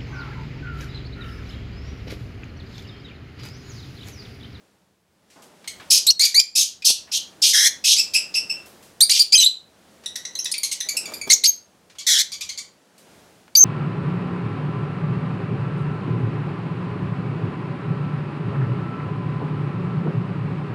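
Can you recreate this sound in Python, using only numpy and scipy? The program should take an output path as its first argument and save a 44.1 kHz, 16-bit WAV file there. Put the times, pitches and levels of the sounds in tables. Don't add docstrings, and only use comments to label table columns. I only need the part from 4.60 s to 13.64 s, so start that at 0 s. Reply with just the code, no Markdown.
import sys
import numpy as np
from scipy import signal
from scipy.fft import rfft, irfft, next_fast_len
from scipy.io import wavfile
from scipy.ndimage import uniform_filter1d, minimum_filter1d, map_coordinates

SR = 44100
rng = np.random.default_rng(int(sys.argv[2]) if len(sys.argv) > 2 else 0)


def dump_mix(stems):
    frames = np.atleast_2d(stems).T
    limited = np.clip(frames, -1, 1)
    pcm = np.round(limited * 32767).astype(np.int16)
    wavfile.write(sys.argv[1], SR, pcm)


N = 398663
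TIME = np.arange(N) / SR
CUTOFF_HZ = 15800

# (frequency [Hz], gain [dB])
SHRIEK_THROAT = [(1600, -12), (2400, -11), (4000, 1.5), (5000, 2.5), (6500, -1), (7600, -8.5),
                 (9200, -10.5), (12500, -17.5), (15500, -37.5)]
SCOOP_S = 0.0065


def from_db(db):
    return 10 ** (np.asarray(db) / 20)


def rms_one(x):
    return x / np.sqrt(np.mean(x ** 2) + 1e-20)


def at_hz(points, hz):
    points = np.array(points)
    return np.interp(np.log(np.maximum(hz, 1)), np.log(points[:, 0]), points[:, 1])


def in_time(rows):
    s, *columns = np.transpose(rows)
    return [np.interp(TIME, s, column) for column in columns]


def controls(rows):
    s, *columns = np.transpose(rows)
    s = np.sort(s)
    t = np.arange(s[0], s[-1] + 1 / SR, 1 / SR)
    return [np.interp(t, s, column) for column in columns]


def course(length_s):
    t = np.arange(int(length_s * SR)) / SR
    return t, t / length_s


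def noise(spectrum, size):
    padded = next_fast_len(size)
    bins = rfft(rng.standard_normal(padded))
    hz = np.arange(len(bins)) * SR / padded
    shaped = irfft(bins * from_db(at_hz(spectrum, hz)), padded)
    return rms_one(shaped[:size])


def waver(rate_hz, size, count=1):
    run_in = 2000
    white = rng.standard_normal((count, size + run_in))
    lowpass = signal.butter(2, rate_hz, fs=SR, output="sos")
    smooth = rms_one(signal.sosfilt(lowpass, white))
    return np.squeeze(smooth[:, run_in:])


def band(x, low_hz, high_hz):
    edges = [low_hz, min(high_hz, SR / 2 - 1)]
    return signal.sosfilt(signal.butter(2, edges, "band", fs=SR, output="sos"), x)


def add(track, s, sound, attack_s=0.0017, release_s=0.0031):
    t = np.arange(sound.shape[-1]) / SR
    envelope = np.minimum(1, np.minimum(t / attack_s, t[::-1] / release_s))
    sound = sound * envelope
    start = int(s * SR)
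    track[..., start:start + len(t)] += sound[..., :max(N - start, 0)]


def aimed(sound, room_db, treble_db):
    treble_hz, body_hz = 7200, 3440
    body_loss = 0.58
    high = signal.butter(3, treble_hz, "high", fs=SR, output="sos")
    low = signal.butter(3, body_hz, fs=SR, output="sos")
    treble = signal.sosfiltfilt(high, sound)
    body = signal.sosfiltfilt(low, sound)
    treble_change = (from_db(treble_db) - 1) * treble
    body_change = (from_db(-body_loss * treble_db) - 1) * body
    sound = sound + treble_change + body_change
    return np.array([sound, from_db(room_db) * sound])


def murmur(level_db, lift_db=1.0):
    # (frequency [Hz], relative level [dB])
    murmur_colour = [(40, -41), (90, -23.5), (140, -5), (200, -3), (300, -2), (600, -3.5), (1000, -9),
                     (1800, -14.5), (4000, -38)]
    return from_db(lift_db + level_db) * noise(murmur_colour, N)


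def thin_hiss(swing_db):
    # (frequency [Hz], relative level [dB])
    hiss_colour = [(700, -19), (1500, -2.5), (3000, -2), (6000, -5), (10000, -9), (15500, -20.5)]
    mean_db, follows = -61.5, 1
    return from_db(mean_db + follows * swing_db) * noise(hiss_colour, N)


def drone(swing_db):
    hum_hz, width_hz, mean_db = 188, 42, -67
    follows = 0.54
    hum = band(rng.standard_normal(N), hum_hz - width_hz / 2, hum_hz + width_hz / 2)
    return from_db(mean_db + follows * swing_db) * rms_one(hum)


def handling(lift_db=1.0):
    # (time [s], level [dB])
    rumble_level = [(0.08, -73.5), (1.05, -75), (1.1, -56.5), (1.65, -75.5), (2.22, -68.5), (2.32, -67.5),
                    (2.35, -66.5), (4.34, -62), (4.5, -73), (5.55, -66), (5.94, -78), (6.69, -56),
                    (6.74, -73), (7.91, -65), (8.29, -83.5), (8.59, -62.5), (8.99, -69.5), (9.04, -67.5)]
    # (frequency [Hz], relative level [dB])
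    rumble_colour = [(22, -24), (45, -17), (72, -1), (115, -1.5), (170, -12.5), (400, -30)]
    level_db, = in_time(rumble_level)
    return from_db(lift_db + level_db) * noise(rumble_colour, N)


def background():
    # (time [s], level [dB])
    murmur_level = [(0.0, -62.5), (0.43, -72), (0.73, -63.5), (0.93, -58), (1.31, -51.5), (1.53, -61),
                    (1.94, -67), (2.72, -55), (3.25, -55.5), (3.95, -51), (4.91, -64), (5.31, -56.5),
                    (5.74, -56), (6.22, -60), (6.52, -45), (6.75, -61.5), (7.02, -62), (8.31, -61),
                    (8.53, -53.5), (9.04, -62)]
    level_db, = in_time(murmur_level)
    swing_db = level_db - level_db.mean()
    return murmur(level_db) + thin_hiss(swing_db) + handling() + drone(swing_db)


def knocks(push=2.5, hard_s=0.0027):
    # (time [s], level [dB], pitch [Hz], decay time constant of the force [s])
    contacts = [(0.701, -60.5, 4900, 0.12), (0.76, -56, 597, 0.172), (0.821, -55.5, 6500, 0.044),
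                (1.043, -50.5, 2400, 0.018), (1.199, -46, 1993, 0.0335), (2.3039, -28, 450, 0.00076),
                (2.474, -56, 1500, 0.054), (4.059, -55.5, 9160, 0.063), (4.226, -56.5, 6860, 0.065),
                (5.437, -52, 3440, 0.0226), (6.493, -43.5, 1230, 0.0069), (7.299, -55, 3520, 0.029),
                (7.353, -55, 2610, 0.017), (8.38, -58, 6940, 0.0495), (8.88, -51.5, 1516, 0.0055)]
    out, t = np.zeros(N), TIME[:SR // 5]
    for s, level_db, hz, decay in contacts:
        force = np.exp(-t / decay) * rng.standard_normal(len(t)) / np.sqrt(decay * SR)
        force[0] += push * np.exp(1 - decay / hard_s)
        sound = band(force, hz / 3, hz * 1.7)
        sound = sound * np.sqrt(decay * SR / 2 / np.sum(sound ** 2))
        add(out, s, from_db(level_db) * sound, attack_s=1 / SR)
    return out


def wings():
    # (time of the peak [s], level [dB], Gaussian half length [s])
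    beats = [(6.269, -48, 0.0077), (6.349, -46.5, 0.0097), (6.481, -40, 0.0043), (6.524, -36.5, 0.0038),
             (6.678, -31, 0.0046), (6.7, -47.5, 0.0053)]
    # (frequency [Hz], relative level [dB])
    air_colour = [(60, -27), (200, 1), (600, 1.5), (1200, -8), (3000, -15), (12000, -22.5)]
    puffs = sum(from_db(db) * np.exp(-.5 * ((TIME - s) / half) ** 2) for s, db, half in beats)
    return noise(air_colour, N) * puffs


def formant(x, hz, width_hz, skirt=3.1):
    half = min(width_hz / 2, hz / 3)
    reach = min(half * skirt, hz / 2)
    core = band(x, hz - half, hz + half)
    return band(core, hz - reach, hz + reach)


def scolds(unevenness=.06, closing=0.48, snap=6.5, squeal=0.25, squeal_jitter=0.0349):
    # (frequency before tuning [Hz], width before tuning [Hz], relative level [dB])
    scold_calls = [ ([(2.932, -18, 250, 1.11), (2.948, -12.5, 205, 0.98), (2.98, -14.5, 260.7, 0.98),
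                   (3.005, -14.5, 179, 1.015), (3.035, -15, 194, 0.99), (3.072, -11.5, 247, 1.07),
                   (3.088, -22, 220, 1.04)], [(1864, 344, -6), (3296, 420, -11), (3950, 310, -4.5),
                   (5450, 880, -1), (5950, 270, 1.5), (7600, 2300, -12), (9700, 400, -5),
                   (12130, 1820, -16.5)]), ([(7.465, -18, 152, 1.03), (7.478, -14.5, 153, 1.02),
                   (7.53, -15.5, 165, 0.98), (7.575, -18.5, 139, 0.88), (7.602, -14, 190, 1.04),
                   (7.622, -20.5, 100, 1.03)], [(1980, 510, -11), (3483, 260, -3), (4150, 834, -1),
                   (4924, 870, -3), (5910, 160, 4), (7186, 1650, -5.5), (9800, 680, -8.5),
                   (12300, 2900, -16.5)])]
    out = np.zeros(N)
    for call, resonances in scold_calls:
        level_db, per_s, tuning = controls(call)
        size = len(per_s)
        cycles = np.cumsum(per_s * (1 + unevenness * waver(200, size))) / SR
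        snaps = np.diff(np.floor(cycles), prepend=-1)
        opening = np.exp(-closing * (cycles % 1))
        drive = snap * snaps + opening * rng.standard_normal(size)
        voice = sum(from_db(db) * formant(drive, hz, width) for hz, width, db in resonances)
        squeal_hz = resonances[1][0] * (1 + squeal_jitter * waver(510, size))
        squeal_tone = opening * np.sin(2 * np.pi * np.cumsum(squeal_hz) / SR)
        voice = rms_one(voice) + squeal * rms_one(squeal_tone)
        voice = map_coordinates(voice, [np.cumsum(tuning)], order=3, mode="mirror")
        add(out, call[0][0], from_db(level_db) * rms_one(voice), attack_s=0.0035)
    return out


def chaos(pitch, slide=.7, wander=.045, wander_hz=70, tear=0.41, tear_hz=160):
    # (frequency [Hz], relative density [dB per Hz])
    rasp_colour = [(1000, -59), (1900, -52.5), (2500, -18), (2950, -2.5), (3500, -3), (4100, -1),
                   (4800, -3), (5400, 0), (6200, 3), (7000, -9), (8300, -5), (9800, -10.5), (12500, -14.5),
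                   (15500, -40)]
    reference_hz = 2464
    size = len(pitch)
    speed = (pitch / reference_hz) ** slide * np.exp(wander * waver(wander_hz, size))
    torn = map_coordinates(noise(rasp_colour, 2 * size), [np.cumsum(speed)], order=3, mode="mirror")
    edges = np.geomspace(1500, 17000, 9)
    swells = np.exp(tear * waver(tear_hz, size, count=len(edges) - 1))
    total = 0
    for k, (low, high) in enumerate(zip(edges, edges[1:])):
        total = total + band(torn, low, high) * swells[k] * (-1) ** k
    return rms_one(total)


def syrinx(pitch, rasp, whistle, doubling, throat, jitter=0.0084, rasp_jitter=.075, jitter_hz=600,
           chaos_power=2.31, flutter=0.05, flutter_hz=300, shimmer=0.6):
    size, rasp = len(pitch), np.clip(rasp, 0, 1)
    unsteadiness = (jitter + rasp_jitter * rasp ** 0.45) * waver(jitter_hz, size)
    phase = 2 * np.pi * np.cumsum(pitch * (1 + unsteadiness)) / SR
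    multiple = np.arange(1, 17)[:, None] / 2
    odd_weight = (1 - np.clip(whistle, 0, 1)) ** 1.6 + from_db(-70.5)
    weight = np.where(multiple % 1 > 0, doubling, np.where(multiple % 2 > 0, odd_weight, 1))
    line_hz = multiple * pitch
    weight = weight * from_db(at_hz(throat, line_hz)) * (line_hz < CUTOFF_HZ)
    weight = weight * np.exp(shimmer * waver(58, size, count=len(multiple)))
    tone = (weight * np.sin(multiple * phase)).sum(0) / np.sqrt((weight ** 2).sum(0) / 2)
    share = rasp ** chaos_power
    throb = rms_one(np.exp(flutter * np.sqrt(rasp) * waver(flutter_hz, size)))
    return throb * (np.sqrt(1 - share) * tone + np.sqrt(share) * chaos(pitch))


def chips(arch=.1, fade_db=5, room_db=7, doubling_per_s=12):
    # (time [s], mean pitch [Hz], level [dB], length [s], rasp [0-1], treble gain [dB])
    chip_calls = [(1.075, 2108, -29, 0.012, 0.47, 3), (2.221, 2480, -36.5, 0.01, 0.4, -8),
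                  (5.459, 1875, -26, 0.011, 0.08, 1), (5.556, 1870, -26, 0.01, 0.3, -0.5),
                  (5.651, 1910, -26, 0.0085, 0.18, -4), (5.752, 1984, -26, 0.0091, 0.1, -3),
                  (5.855, 1850, -23.5, 0.011, 0.28, -4.5), (5.939, 2270, -24, 0.0097, 0.57, -1),
                  (6.032, 2150, -21, 0.012, 0.32, 3), (6.043, 2345, -29.5, 0.019, 1, 4),
                  (6.113, 2103, -26.5, 0.021, 0.73, 2.5), (6.203, 1977, -22.5, 0.011, 0.18, 0),
                  (6.287, 2244, -20.5, 0.011, 0.12, 3.5), (6.368, 2575, -19, 0.011, 0.06, 1.5),
                  (6.455, 2277, -31, 0.012, 0, -1), (6.536, 2360, -31, 0.013, 0.09, 1.5),
                  (6.613, 2260, -26, 0.0095, 0, 1.5), (7.384, 2246, -36, 0.035, 0.55, -1),
                  (7.718, 2280, -32.5, 0.031, 0.4, -2), (7.808, 2352, -30, 0.022, 0.6, -1),
                  (7.89, 2173, -30.5, 0.01864, 0.32, 0.5), (7.975, 2235, -30.5, 0.021, 0.43, -0.5)]
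    # (frequency [Hz], gain [dB])
    chip_throat = [(1000, -13), (2100, -10.5), (3300, 2), (4300, -2.5), (6500, 0.5), (8000, -7.5),
                   (10000, -12), (12500, -16), (15500, -39)]
    out = np.zeros((2, N))
    for s, mean_hz, level_db, length, rasp, treble_db in chip_calls:
        t, progress = course(length)
        bow = np.sin(np.pi * np.sqrt(progress))
        pitch = mean_hz * (1 + arch * (bow - bow.mean()))
        voice = syrinx(pitch, rasp, 0, doubling_per_s * length, chip_throat)
        voice = from_db(level_db - fade_db * (progress - .5)) * voice
        add(out, s, aimed(voice, room_db, treble_db))
    return out


def whistles():
    # (time [s], length [s], pitch from [Hz], pitch to [Hz], level [dB], rasp [0-1],
    #  whistle: loss of odd harmonics [0-1], room send [dB], treble gain [dB])
    whistle_calls = [(1.503, 0.011, 2550, 3044, -9, 0.2, 0.74, -14.5, -2.5),
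                     (1.797, 0.008, 2580, 2800, -10, 0.7, 0.6, -7, -2),
                     (4.752, 0.021, 3230, 3010, -9.5, 0, 0.06, -2.5, -7),
                     (4.777, 0.029, 2017, 1972, -11, 0.01, 0.95, 4, -4),
                     (4.799, 0.036, 3086, 2954, -15.5, 0.35, 0.4, -4, -4.5),
                     (4.829, 0.03, 1887, 1842, -14.5, 0.07, 1, -1, -2),
                     (4.861, 0.017, 1944, 2040, -8.5, 0.02, 1, -2.5, -4),
                     (5.789, 0.011, 2680, 2890, -22, 0.04, 0.64, 1, 4),
                     (5.799, 0.0044, 3050, 3280, -23, 0.03, 0.56, 12, 3),
                     (5.844, 0.008, 2610, 2200, -30, 0.6, 0.7, -4, 10),
                     (5.98, 0.012, 2330, 2278, -26.5, 0.08, 0.7, 3, 9.5),
                     (6.692, 0.0089, 2660, 2700, -23.5, 0.3, 1, -2.5, -24),
                     (6.729, 0.013, 2980, 3300, -4, 0.34, 0.94, -6, -4),
                     (6.870, 0.03, 3226, 3219, -12.5, 0, 1, -3, -0.5),
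                     (8.961, 0.052, 3030, 3183, -12.5, 0.01, 1, 1, 2),
                     (9.007, 0.040, 3150, 3120, -5, 0.002, 1, -8, -9)]
    out = np.zeros((2, N))
    for s, length, from_hz, to_hz, level_db, rasp, whistle, room_db, treble_db in whistle_calls:
        t, progress = course(length)
        pitch = from_hz + (to_hz - from_hz) * progress
        voice = from_db(level_db) * syrinx(pitch, rasp, whistle, 0, SHRIEK_THROAT)
        add(out, s, aimed(voice, room_db, treble_db), attack_s=0.0018, release_s=0.0037)
    return out


def sweeps():
    # (time [s], length [s], pitch from [Hz], pitch to [Hz], level [dB], swell over the call [dB],
    #  rasp from [0-1], rasp to [0-1], whistle: loss of odd harmonics [0-1], room send [dB], treble gain [dB])
    sweep_calls = [(1.465, 0.045, 2002, 2210, -11, 8, 0.4, 0.01, 0.93, -10, 3.5),
                   (1.593, 0.072, 2226, 2343, -15.5, -3, 0.32, 0.84, 0.26, 4.5, 3),
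                   (1.743, 0.065, 2175, 2470, -12, 6.5, 0.05, 0, 0.07, -3.5, -1.5),
                   (3.36, 0.044, 2480, 2643, -18, 11.5, 0.63, 0.18, 0, 6.5, -2),
                   (3.535, 0.04, 2638, 2605, -16.5, 8.5, 0.97, 0.04, 0, 7, -1.5),
                   (3.74, 0.051, 2712, 2698, -20.5, 3.5, 0.63, 0.07, 0, 6.5, -4),
                   (3.895, 0.021, 2897, 2722, -24, -1, 0.03, 0.01, 0, 10.5, -8),
                   (4.405, 0.036, 1992, 2453, -5.5, 1.5, 0.1, 0, 0.83, -5, 5),
                   (4.493, 0.036, 2149, 2377, -13, 3.5, 0.89, 0.51, 0.45, -9.5, 2),
                   (4.592, 0.035, 2540, 2300, -11.5, -3.5, 0.06, 0.28, 0.7, -1, 3),
                   (4.721, 0.034, 2492, 2500, -8, 10, 0.6, 0, 0.42, -2.5, -3),
                   (5.913, 0.018, 2353, 2685, -24.5, 2, 0.4, 0.08, 0.59, -2, 12),
                   (6.123, 0.012, 2186, 2370, -29, -5, 0.15, 0.1, 0.9, -2, 11),
                   (6.699, 0.032, 2273, 2300, -9, -6, 0.5, 0.46, 0.05, -5, 2),
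                   (6.836, 0.034, 2291, 2430, -11.5, 2.5, 0.33, 0.86, 0.35, -5.5, 1),
                   (8.951, 0.014, 2738, 2184, -8, -11, 0.15, 0.24, 0.9, -5.5, 0)]
    scoop_share, softer_db, reedy_start = 0.18, 2, 0.45
    settle_s, roughen_power = 0.012, 1.6
    out = np.zeros((2, N))
    for (s, length, from_hz, to_hz, level_db, swell_db, rasp_from, rasp_to,
         whistle, room_db, treble_db) in sweep_calls:
        t, progress = course(length)
        onset = np.exp(-t / SCOOP_S)
        pitch = (from_hz + (to_hz - from_hz) * progress) * (1 - scoop_share * onset)
        rasp = rasp_from * np.exp(-t / settle_s) + rasp_to * progress ** roughen_power
        voice = syrinx(pitch, rasp, whistle * (1 - reedy_start * onset), 0, SHRIEK_THROAT)
        voice = from_db(level_db + swell_db * (progress - .5) - softer_db * onset) * voice
        add(out, s, aimed(voice, room_db, treble_db), attack_s=0.0041, release_s=0.006)
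    return out


def rasps():
    # (time [s], length [s], pitch [Hz], level [dB], fade over the call [dB], rasp [0-1],
    #  whistle: loss of odd harmonics [0-1], room send [dB], treble gain [dB])
    rasp_calls = [(1.301, 0.089, 2558, -14, 9, 0.73, 0.57, 2.5, 3.5),
                  (1.951, 0.086, 2560, -18.5, 7.5, 0.94, 0.41, 6.5, 2),
                  (2.244, 0.069, 2393, -15, 1.5, 0.96, 0.8, 4.5, 4),
                  (2.514, 0.069, 2610, -21.5, -2, 1, 0.22, 3, -5.5),
                  (2.817, 0.105, 2490, -16.5, 7.5, 0.91, 0.4, 5, 0.5),
                  (3.239, 0.104, 2470, -15.5, -0.5, 1, 0.02, 5.5, -2),
                  (4.523, 0.079, 2385, -18.5, 3.5, 0.91, 0.12, 0, -3)]
    voiced_start, softer_db, break_s = 0.8, 4, 0.0094
    out = np.zeros((2, N))
    for s, length, pitch, level_db, fade_db, rasp, whistle, room_db, treble_db in rasp_calls:
        t, progress = course(length)
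        voiced = np.exp(-t / break_s)
        steady_pitch = np.full(len(t), pitch)
        voice = syrinx(steady_pitch, rasp * (1 - voiced_start * voiced), whistle, 0, SHRIEK_THROAT)
        voice = from_db(level_db - softer_db * voiced - fade_db * (progress - .5)) * voice
        add(out, s, aimed(voice, room_db, treble_db), attack_s=0.0064, release_s=0.0034)
    return out


def room(direct, sent, treble_loss_db=-1.0):
    # (delay [s], gain [ratio])
    walls = [(.00062, 0.03), (.0013, 0.04), (.0021, 0.036), (.0034, 0.061), (.0047, 0.33), (.0083, 0.15),
             (0.0133, 0.16)]
    # (frequency [Hz], time to fall 60 dB [s])
    room_t60 = [(500, 0.63), (2000, 0.29), (4000, 0.28), (7000, 0.25), (10000, 0.2), (15000, .2)]
    tail_db, build_s = -5.5, 0.0015
    t, edges = TIME[:SR // 2], np.geomspace(150, 18000, 13)
    tail = 0
    for low, high in zip(edges, edges[1:]):
        hz = np.sqrt(low * high)
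        decay = np.exp(-np.log(1000) * t / at_hz(room_t60, hz))
        loss = from_db(treble_loss_db * (hz / 10000) ** 2)
        tail = tail + band(rng.standard_normal(len(t)), low, high) * decay * loss
    tail = tail * (1 - np.exp(-t / build_s))
    tail = from_db(tail_db) * tail / np.sqrt(2 * np.sum(tail ** 2))
    slaps = sum(gain * np.pad(direct, (int(delay * SR), 0))[:N] for delay, gain in walls)
    return direct + slaps + signal.fftconvolve(sent, tail)[:N]


def scene(knock_room=0.94):
    near = knocks()
    scolding = aimed(scolds(), room_db=-3, treble_db=-2.5)
    birds = scolding + chips() + whistles() + sweeps() + rasps()
    fluttering = aimed(wings(), room_db=-0.5, treble_db=0)
    knocking = aimed(knock_room * near, room_db=-8, treble_db=0)
    direct, sent = birds + fluttering + knocking
    return (room(direct, sent) + near + background())[None]


def record(dry):
    window = 177
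    gain = minimum_filter1d(1 / np.maximum(np.abs(dry) / .92, 1), size=window)
    limited = dry * uniform_filter1d(gain, size=window)
    return signal.sosfilt(signal.ellip(12, .1, 80, CUTOFF_HZ, fs=SR, output="sos"), limited)


dry = scene()
out = record(dry)
dump_mix(out)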